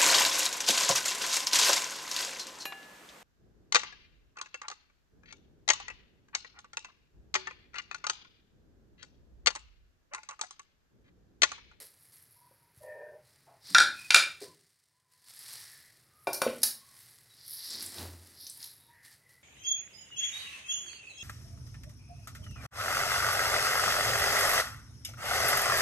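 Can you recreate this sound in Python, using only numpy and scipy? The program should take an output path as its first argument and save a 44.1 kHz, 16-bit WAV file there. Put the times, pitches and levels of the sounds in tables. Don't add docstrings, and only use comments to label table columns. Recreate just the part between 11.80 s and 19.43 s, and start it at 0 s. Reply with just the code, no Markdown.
import sys
import numpy as np
from scipy import signal
from scipy.fft import rfft, irfft, next_fast_len
from scipy.io import wavfile
from scipy.ndimage import uniform_filter1d

SR = 44100
rng = np.random.default_rng(int(sys.argv[2]) if len(sys.argv) > 2 else 0)


def unload_audio(sound):
    columns = np.transpose(np.atleast_2d(sound))
    steps = np.round(np.clip(columns, -1, 1) * 32767)
    wavfile.write(sys.argv[1], SR, steps.astype(np.int16))


N = 336483
TIME = np.arange(N) / SR
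AGE = np.arange(SR * 3 // 5) / SR


PLATE_CONTACTS = [(1.9473, 0, -34.5, -6.5, -18.5, -12.5, -22.5, 0.62),
                  (1.9829, 0, -31, -10.5, -21, -12.5, -22.5, 0.42),
                  (2.0026, -4, -27, -7, -18.5, -14.5, -23, 0.4),
                  (2.014, -13.5, -23.5, -8, -18, -16.5, -28, 0.11),
                  (2.3052, -6, -36, -16, -6.5, -7, -20.5, 0.32),
                  (2.3423, -21, -23.5, -11.5, -4.5, -13, -18, 0.82),
                  (2.3448, 2.5, -35, -16, -1, -9, -12.5, 0.23),
                  (2.357, -14, -13, -21.5, -13.5, -12.5, -4.5, 0.31),
                  (2.3627, -6, -23, -19, -10.5, -8.5, -20, 0.66),
                  (4.4703, -16, -6.5, -22, -17, -23, -30.5, 1.11),
                  (4.6174, -5, -12, -26.5, -22, -22, -24.5, 0.37)]
ZONE_EDGES = [1200, 2050, 3050, 6300]
# f/Hz, level/dB, t60/s before the ring time factor
DISH_MODES = [(245, -16, 0.079), (322, -16.5, 0.12), (390, -10.5, 0.14), (480, -14, 0.077),
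              (543, -3, 0.094), (596, -5, 0.2), (652, -7.5, 0.13), (700, -2.5, 0.076), (900, -4.5, .05),
              (1122, -5.5, 0.07), (1379, -.5, .17), (1410, -1.5, .14), (1487, .5, .13), (1540, -5, .15),
              (1632, -7, .11), (1741, -8, .14), (1849, -15, .12), (2228, -14, .09), (2282, -12, .09),
              (2378, -2, .12), (2419, -5, .1), (2602, -10, .11), (2722, -11, .09), (3262, -11.5, .09),
              (3530, -6.5, .05), (3714, -1, 0.07), (4222, -8.5, .09), (4850, -4, 0.027), (4896, -6, 0.12),
              (5610, -5.5, .06), (6864, -1.5, .06), (8120, -4.5, .05), (9090, -3.5, 0.05),
              (10210, -6, 0.05)]
# f/Hz, level/dB per Hz
CRACK_SPECTRUM = [(60, -22), (300, -9.5), (700, -7), (1500, 5.5), (2800, -1.5), (5000, 3), (6300, -2),
                  (9000, -7), (12000, -13), (15500, -27.5)]


def clinks(level_db=-4.5, crack_db=3.0, crack_t60=0.029, scatter_db=2.5, contact_s=.0003,
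           low_cut_hz=150, clank=1.1, clank_t60=.025):
    mode_hz, mode_db, mode_t60 = np.transpose(DISH_MODES)
    zone = np.searchsorted(ZONE_EDGES, mode_hz)
    zone_centres_hz = [700, 1500, 2400, 4500, 9000]
    signs = (-1) ** np.arange(len(mode_hz))
    pressed = 1 + clank * dying(clank_t60)
    onset = 1 - np.exp(-AGE / contact_s)
    out = np.zeros(N)
    for s, contact_db, *zone_db, ring_factor in PLATE_CONTACTS:
        scatter = rng.normal(0, scatter_db, len(mode_hz))
        strengths = signs * from_db(mode_db + np.array(zone_db)[zone] + scatter)
        ring = 0
        for strength, hz, t60 in zip(strengths, mode_hz, mode_t60):
            ring = ring + strength * np.sin(2 * np.pi * hz * AGE) * dying(t60 * ring_factor)
        zone_curve = list(zip(zone_centres_hz, zone_db))
        crack_colour = [(hz, db + .5 * at_hz(zone_curve, hz)) for hz, db in CRACK_SPECTRUM]
        crack = colour(rng.standard_normal(len(AGE)), crack_colour) * dying(crack_t60)
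        crack = from_db(crack_db + zone_db[3]) * crack
        add(out, s, from_db(contact_db + level_db) * (pressed * ring + crack) * onset)
    return high_pass(out, low_cut_hz)


# t/s, level/dB, t60/s
STEEL_TICKS = [(4.4705, -42.5, 0.13), (4.53, -23.5, 0.036), (4.541, -27, 0.0647), (4.6174, -23.5, 0.035),
               (4.817, -36, 0.041), (4.831, -11.5, 0.046), (4.8355, -14.5, .025)]
# f/Hz, level/dB per Hz
STEEL_SPECTRUM = [(500, -19.5), (1700, -17), (3400, -17.5), (4400, -2), (5500, 0), (6600, -10), (8200, -10),
                  (9300, 2.5), (11500, -3), (13200, -5), (15800, -15.5)]


def ring_ticks(rise_s=0.0015):
    out = np.zeros(N)
    for s, db, t60 in STEEL_TICKS:
        burst = colour(rng.standard_normal(len(AGE)), STEEL_SPECTRUM)
        add(out, s, from_db(db) * burst * dying(t60) * (1 - np.exp(-AGE / rise_s)))
    return out


# t/s, level/dB, f/Hz, t60/s, rise/s, share of dull puff (0 to 1)
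SOFT_BUMPS = [(0.001, -57, 450, 0.18, 0.0012, 0.9), (0.71, -52.5, 530, 0.035, 0.00086, 1),
              (0.973, -41.5, 115, 0.042, 0.0027, 0.16), (1.665, -49.5, 680, 0.36, 0.016, 0.66),
              (1.887, -53, 216, 1, 0.012, 1), (1.946, -47, 105, 0.26, 0.0044, 0.9),
              (2.347, -49.5, 94.8, 0.1, 0.0027, 0.67), (2.614, -30, 406.6, 0.118, 0.0086, 0.33),
              (2.675, -50, 150, 0.11, .004, 0.46), (4.472, -45.5, 141, 0.09, .002, 1),
              (4.619, -42.5, 240, 0.065, .002, 0.49), (4.665, -8.5, 506, 0.023, 0.0011, 0.17),
              (4.668, -22.5, 235.8, 0.09, 0.0085, 0.15), (4.675, -32, 451, 0.052, .002, 0.63),
              (6.194, -37.5, 86, 0.49, 0.037, 0.14)]


def bumps(relative_width=0.61):
    out = np.zeros(N)
    for s, db, hz, t60, rise_s, puff_share in SOFT_BUMPS:
        puff_share = np.clip(puff_share, 0, 1)
        mode = np.sin(2 * np.pi * hz * AGE)
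        puff = resonant_noise(hz, relative_width * hz, len(AGE))
        body = (1 - puff_share) * mode + puff_share * puff
        add(out, s, from_db(db) * body * dying(t60) * (1 - np.exp(-AGE / rise_s)))
    return out


# t/s, level/dB before level_db, centre f/Hz
STEM_SNAPS = [(.33, -53, 9800), (3.591, -39, 10300), (3.822, -47, 5160), (4.674, -28, 2400),
              (5.904, -30.5, 7400), (6.007, -34, 4950), (6.025, -29.5, 10800), (6.062, -31, 8650),
              (6.183, -33.5, 3930), (6.667, -33.5, 5100), (6.698, -32, 9050), (6.804, -45, 4260),
              (6.828, -33.5, 4900), (6.842, -35.5, 4570)]


def snaps(level_db=-4, t60=0.031, relative_width=0.39):
    out = np.zeros(N)
    for s, db, hz in STEM_SNAPS:
        burst = resonant_noise(hz, relative_width * hz, len(AGE))
        add(out, s, from_db(db + level_db) * burst * dying(t60))
    return out


# start t/s, swell/s, fade t60/s, then level/dB of leaf rustle,
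# fingers sweeping and fine wet hiss, each before its layer's gain
HAND_STROKES = [(0.0, 0.002, 0.39, -51, -55.5, -45.5), (0.1, .14, 2, -69, -75, -60),
                (0.31, 0.027, 0.53, -67.5, -74, -57), (0.5, 0.018, 2.7, -90.5, -77.5, -67),
                (0.93, 0.052, 0.15, -66, -104, -63), (1.005, 0.02, 0.39, -66.5, -83, -59),
                (1.37, .1, 2, -70, -71, -73), (1.79, 0.11, 1.25, -52, -45, -55.5),
                (2.1, 0.097, 2.4, -56.5, -63, -74.5), (2.595, .028, 0.19, -50, -48, -55),
                (2.86, 0.053, 0.22, -96, -94, -78), (3.27, .06, 0.33, -70.5, -75, -70),
                (3.44, 0.057, 0.12, -62, -62, -62), (3.31, 0.42, 1.32, -49.5, -50.5, -48),
                (4.28, .16, 1.0, -76.5, -84, -60), (4.62, .08, 1.7, -55.5, -58, -54),
                (4.98, 0.2, 2.4, -61.5, -66.5, -58), (5.6, 0.14, .45, -88, -90, -39),
                (5.45, 0.5, 0.72, -51, -39.5, -48), (5.97, 0.058, .4, -50.5, -72, -42),
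                (6.08, 0.084, 0.77, -49.5, -52.5, -50.5), (6.33, .14, 3, -65, -67.5, -59.5),
                (6.52, 0.11, 0.65, -80, -49, -47.5), (6.7, .14, 0.49, -57, -60.5, -46),
                (7.215, 0.036, 0.4, -58, -64, -56), (7.3, .03, 0.16, -65, -63, -73),
                (7.47, 0.029, .5, -66, -76, -66)]
# start t/s, swell/s, fade t60/s, level/dB
PLATE_DRAGS = [(5.84, 0.1, 2.6, -55), (6.14, .06, 0.4, -42), (6.42, 0.051, 0.54, -86)]
# f/Hz, level/dB per Hz
LEAF_SPECTRUM = [(250, -9), (600, -8.5), (1100, -1.5), (1900, -3), (2700, -1.5), (4500, 4), (7000, 1.5),
                 (9000, 7.5), (11000, -1), (15000, -7)]
# f/Hz, level/dB per Hz
SWEEP_SPECTRUM = [(2500, -34.5), (3400, -7.5), (4100, 1.5), (4900, 3.5), (5600, -0.5), (6600, -19.5),
                  (9000, -44)]
# f/Hz, level/dB per Hz
HISS_SPECTRUM = [(7500, -38), (9600, 2.5), (11500, 5.5), (12700, -1), (13500, -8.5), (15500, -11.5)]
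# f/Hz, level/dB per Hz
RUB_SPECTRUM = [(900, -12), (1400, -12), (1700, 0.5), (2000, 2), (2400, -8), (3200, -24.5)]
# f/Hz, level/dB per Hz
DRAG_SPECTRUM = [(60, -24), (86, 6.5), (135, -17), (200, -2), (350, -1.5), (480, -9.5), (800, -10.5),
                 (1300, -15.5), (2500, -19), (4000, -23.5)]


def herbs(leaf_db=0.0, sweep_db=-2, hiss_db=-4.0, drag_db=0, rub_db=-10, tick_db=-11,
          clump_db=2.5, lurch_db=0.5):
    leaf, sweep, hiss = swells(HAND_STROKES)
    drag = swells(PLATE_DRAGS)[0] * from_db(lurch_db * resonant_noise(15.4, 31.7, N))
    clumps = from_db(clump_db * resonant_noise(25, 60, N))
    crackle = clumps * grains(per_s=900, spread_db=3.0, smooth=.6)
    friction = grains(per_s=5000, spread_db=6.0, smooth=0.92)
    wet = grains(per_s=1400, spread_db=7.5, smooth=.9)
    stalk_ticks = grains(per_s=160, spread_db=2.5, smooth=0)
    rumble = grains(per_s=440, spread_db=0.0, smooth=1.0)
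    return (from_db(leaf_db) * leaf * colour(crackle, LEAF_SPECTRUM)
            + from_db(sweep_db) * sweep * colour(friction, SWEEP_SPECTRUM)
            + from_db(hiss_db) * hiss * colour(wet, HISS_SPECTRUM)
            + from_db(rub_db) * leaf * colour(friction, RUB_SPECTRUM)
            + from_db(tick_db) * leaf * colour(stalk_ticks, LEAF_SPECTRUM)
            + from_db(drag_db) * drag * colour(rumble, DRAG_SPECTRUM))


def swells(rows):
    age = np.arange(2 * SR) / SR
    curves = np.zeros((len(rows[0]) - 3, N))
    for s, swell_s, fade_t60, *levels_db in rows:
        rise = np.minimum(age / swell_s, 1) ** 2
        fade = np.exp(-np.log(1000) * np.maximum(age - swell_s, 0) / fade_t60)
        for curve, db in zip(curves, levels_db):
            add(curve, max(s, 0), from_db(db) * rise * fade)
    return curves


def grains(per_s, spread_db, smooth):
    sizes = from_db(spread_db * np.minimum(rng.exponential(1, N), 4)) * rng.choice([-1, 1], N)
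    clicks = sizes * (rng.random(N) < per_s / SR)
    return rms_one(clicks) + smooth * rng.standard_normal(N)


GROAN_START_S, GROAN_LENGTH_S, GROAN_PEAK_SHARE = 1.005, .41, 0.27
# f/Hz, width/Hz, level/dB within the group, share of pitch lost as it slows
LOW_GROAN_MODES = [(603, 29, 5, 0.008), (530, 120, -4, 0.2), (790, 120, -14.5, .05), (973, 68, -14.5, .04)]
# f/Hz, width/Hz, level/dB within the group, share of pitch lost as it slows
HIGH_GROAN_MODES = [(1823, 40, 2, 0.0205), (1900, 160, -5.5, 0.24), (2420, 330, -19.5, 0.022)]


def groan(low_db=-46.0, high_db=-53, low_growth=0.59, high_growth=1.9, evenness_s=0.025, waver_db=1.1):
    slowing = np.clip((TIME - GROAN_START_S) / GROAN_LENGTH_S, 0, 1)
    pressure = np.sin(np.pi / 2 * np.interp(slowing, [0, GROAN_PEAK_SHARE, 1], [0, 1, 0]))
    groups = ((low_db, low_growth, LOW_GROAN_MODES), (high_db, high_growth, HIGH_GROAN_MODES))
    out = 0
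    for level_db, growth, modes in groups:
        tone = 0
        for hz, width_hz, db, sag in modes:
            noise = resonant_noise(hz, width_hz, N)
            position = np.cumsum(1 - sag * slowing)
            tone = tone + from_db(db) * np.interp(position, np.arange(N), noise)
        running_level = np.sqrt(uniform_filter1d(tone ** 2, int(evenness_s * SR) + 1) + 1e-9)
        out = out + from_db(level_db) * pressure ** growth * tone / running_level
    return out * from_db(waver_db * resonant_noise(16, 25, N))


# start t/s, length/s, f/Hz, width/Hz, level/dB
THIN_TONES = [(0.54, 0.21, 972, 59.6, -66), (0.736, 0.21, 954, 60, -73), (2.119, .19, 2490, 107.5, -50),
              (2.596, .17, 1010, 87.9, -65.5), (3.05, .55, 1003, 60, -81), (3.749, 0.45, 1850, 451.5, -64),
              (4.247, 0.32, 1234, 70, -70.5), (4.917, 0.32, 1080, 70, -69), (5.192, 0.075, 13950, 170, -64),
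              (5.486, 0.085, 3910, 120, -65), (6.719, 0.24, 934, 50.3, -75), (6.936, 0.23, 3800, 446, -71),
              (7.001, 0.24, 942, 45, -68.5), (7.07, 0.32, 1850, 303, -62.5),
              (7.391, 0.26, 1985, 101.3, -66)]


def whistles():
    out = np.zeros(N)
    for s, length_s, hz, width_hz, db in THIN_TONES:
        size = int(length_s * SR)
        arch = np.sin(np.pi * np.arange(size) / size)
        add(out, s, from_db(db) * resonant_noise(hz, width_hz, size) * arch)
    return out


def wall_echo(x, delay_s=0.015, echo_db=-11, dull_hz=3200):
    late = np.interp(TIME - delay_s, TIME, x, left=0)
    return from_db(echo_db) * signal.sosfilt(signal.butter(1, dull_hz, fs=SR, output="sos"), late)


# f/Hz, t60/s
ROOM_T60 = [(100, 0.69), (500, 0.27), (1500, 0.34), (4000, 0.33), (8000, 0.24), (15000, 0.3)]


def kitchen(x, first_echo_s=0.0029, build_s=.006):
    edges_hz = np.geomspace(50, 18000, 10)
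    tail = 0
    for low, high in zip(edges_hz, edges_hz[1:]):
        band_pass = signal.butter(2, [low, high], "band", fs=SR, output="sos")
        band = signal.sosfilt(band_pass, rng.standard_normal(len(AGE)))
        tail = tail + band * dying(at_hz(ROOM_T60, np.sqrt(low * high)))
    tail = tail * (1 - np.exp(-np.maximum(AGE - first_echo_s, 0) / build_s))
    return signal.fftconvolve(x, tail / np.linalg.norm(tail))[:N]


# t/s, level/dB
HUM_CURVE = [(0, -72), (2.6, -68.5), (2.95, -84), (3.3, -81.5), (3.7, -70), (7.6, -70.5)]
# f/Hz, level/dB per Hz
HUM_SPECTRUM = [(40, -29.5), (85, -3.5), (130, 1), (190, -13), (500, -15.5), (1000, -19.5), (2000, -16),
                (4000, -32)]
# f/Hz, level/dB per Hz
ROOM_HISS_SPECTRUM = [(30, -15), (120, -6.5), (210, -24), (500, -22.5), (1000, -20), (2300, -24.5),
                      (3000, -26.5), (5000, -17.5), (7500, -30.5), (10000, -18), (15800, -31.5)]
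HISS_UNDER_HUM_DB = -6.5


def background():
    level = from_db(np.interp(TIME, *np.transpose(HUM_CURVE)))
    hum = colour(rng.standard_normal(N), HUM_SPECTRUM)
    hiss = colour(rng.standard_normal(N), ROOM_HISS_SPECTRUM)
    return level * (hum + from_db(HISS_UNDER_HUM_DB) * hiss)


# f/Hz, left minus right level/dB
CHANNEL_BALANCE = [(500, 0), (1000, .2), (1450, 1.1), (2400, .6), (3500, 0), (6000, -.2), (8500, -1.3),
                   (11000, -.1)]
# f/Hz, lead of the left channel/radians
CHANNEL_LEAD = [(1000, 0), (1500, .14), (2300, -.14), (3200, 0), (7500, 0), (9200, -.25), (10200, .08),
                (12000, 0)]


def stereo(x):
    size = next_fast_len(N)
    hz = np.arange(size // 2 + 1) * SR / size
    half = np.array([[.5], [-.5]])
    gain = from_db(half * at_hz(CHANNEL_BALANCE, hz))
    turn = np.exp(1j * half * np.interp(hz, *np.transpose(CHANNEL_LEAD)))
    return irfft(rfft(x, size) * gain * turn, size)[:, :N]


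def from_db(db):
    return 10 ** (np.asarray(db) / 20)


def rms_one(x):
    return x / np.sqrt(np.mean(x ** 2) + 1e-20)


def at_hz(points, hz):
    f, value = np.transpose(points)
    return np.interp(np.log(np.maximum(hz, 1)), np.log(f), value)


def colour(x, spectrum):
    size = next_fast_len(len(x))
    hz = np.arange(size // 2 + 1) * SR / size
    low_end = np.minimum(hz / spectrum[0][0], 1) ** 2
    gain = from_db(at_hz(spectrum, hz)) * low_end
    return rms_one(irfft(rfft(x, size) * gain, size)[:len(x)])


def resonant_noise(hz, width_hz, size):
    r = np.exp(-np.pi * width_hz / SR)
    b, a = [1 - r, 0, r - 1], [1, -2 * r * np.cos(2 * np.pi * hz / SR), r * r]
    once = signal.lfilter(b, a, rng.standard_normal(size))
    return rms_one(signal.lfilter(b, a, once))


def dying(t60):
    return np.exp(-np.log(1000) * AGE / max(t60, 1e-3))


def add(track, s, sound):
    i = round(s * SR)
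    track[i:i + len(sound)] += sound[:N - i]


def high_pass(x, hz):
    return signal.sosfilt(signal.butter(3, hz, "high", fs=SR, output="sos"), x + 1e-18)


def scene(clink_room_db=-4, tick_room_db=-4, bump_room_db=-7, leaf_room_db=-12, groan_room_db=-9,
          side_db=-29, tick_cut_hz=200, bump_cut_hz=60, side_cut_hz=1200):
    plate, leaves, rub = clinks(), herbs(), groan()
    ticks = high_pass(ring_ticks() + snaps(), tick_cut_hz)
    thuds = high_pass(bumps(), bump_cut_hz)
    sent = (from_db(clink_room_db) * plate + from_db(tick_room_db) * ticks
            + from_db(bump_room_db) * thuds + from_db(leaf_room_db) * leaves
            + from_db(groan_room_db) * rub)
    direct = plate + ticks + thuds + leaves + rub + whistles()
    mid = direct + wall_echo(plate) + kitchen(sent) + background()
    side = from_db(side_db) * high_pass(kitchen(sent), side_cut_hz)
    return stereo(mid) + side * np.array([[1], [-1]])


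CUTOFF_HZ = 15800


def record(dry):
    rounded = dry / (1 + dry ** 4) ** .25
    low_pass = signal.ellip(10, .1, 80, CUTOFF_HZ, fs=SR, output="sos")
    return signal.sosfilt(low_pass, rounded)


dry = scene()
out = record(dry)
unload_audio(out)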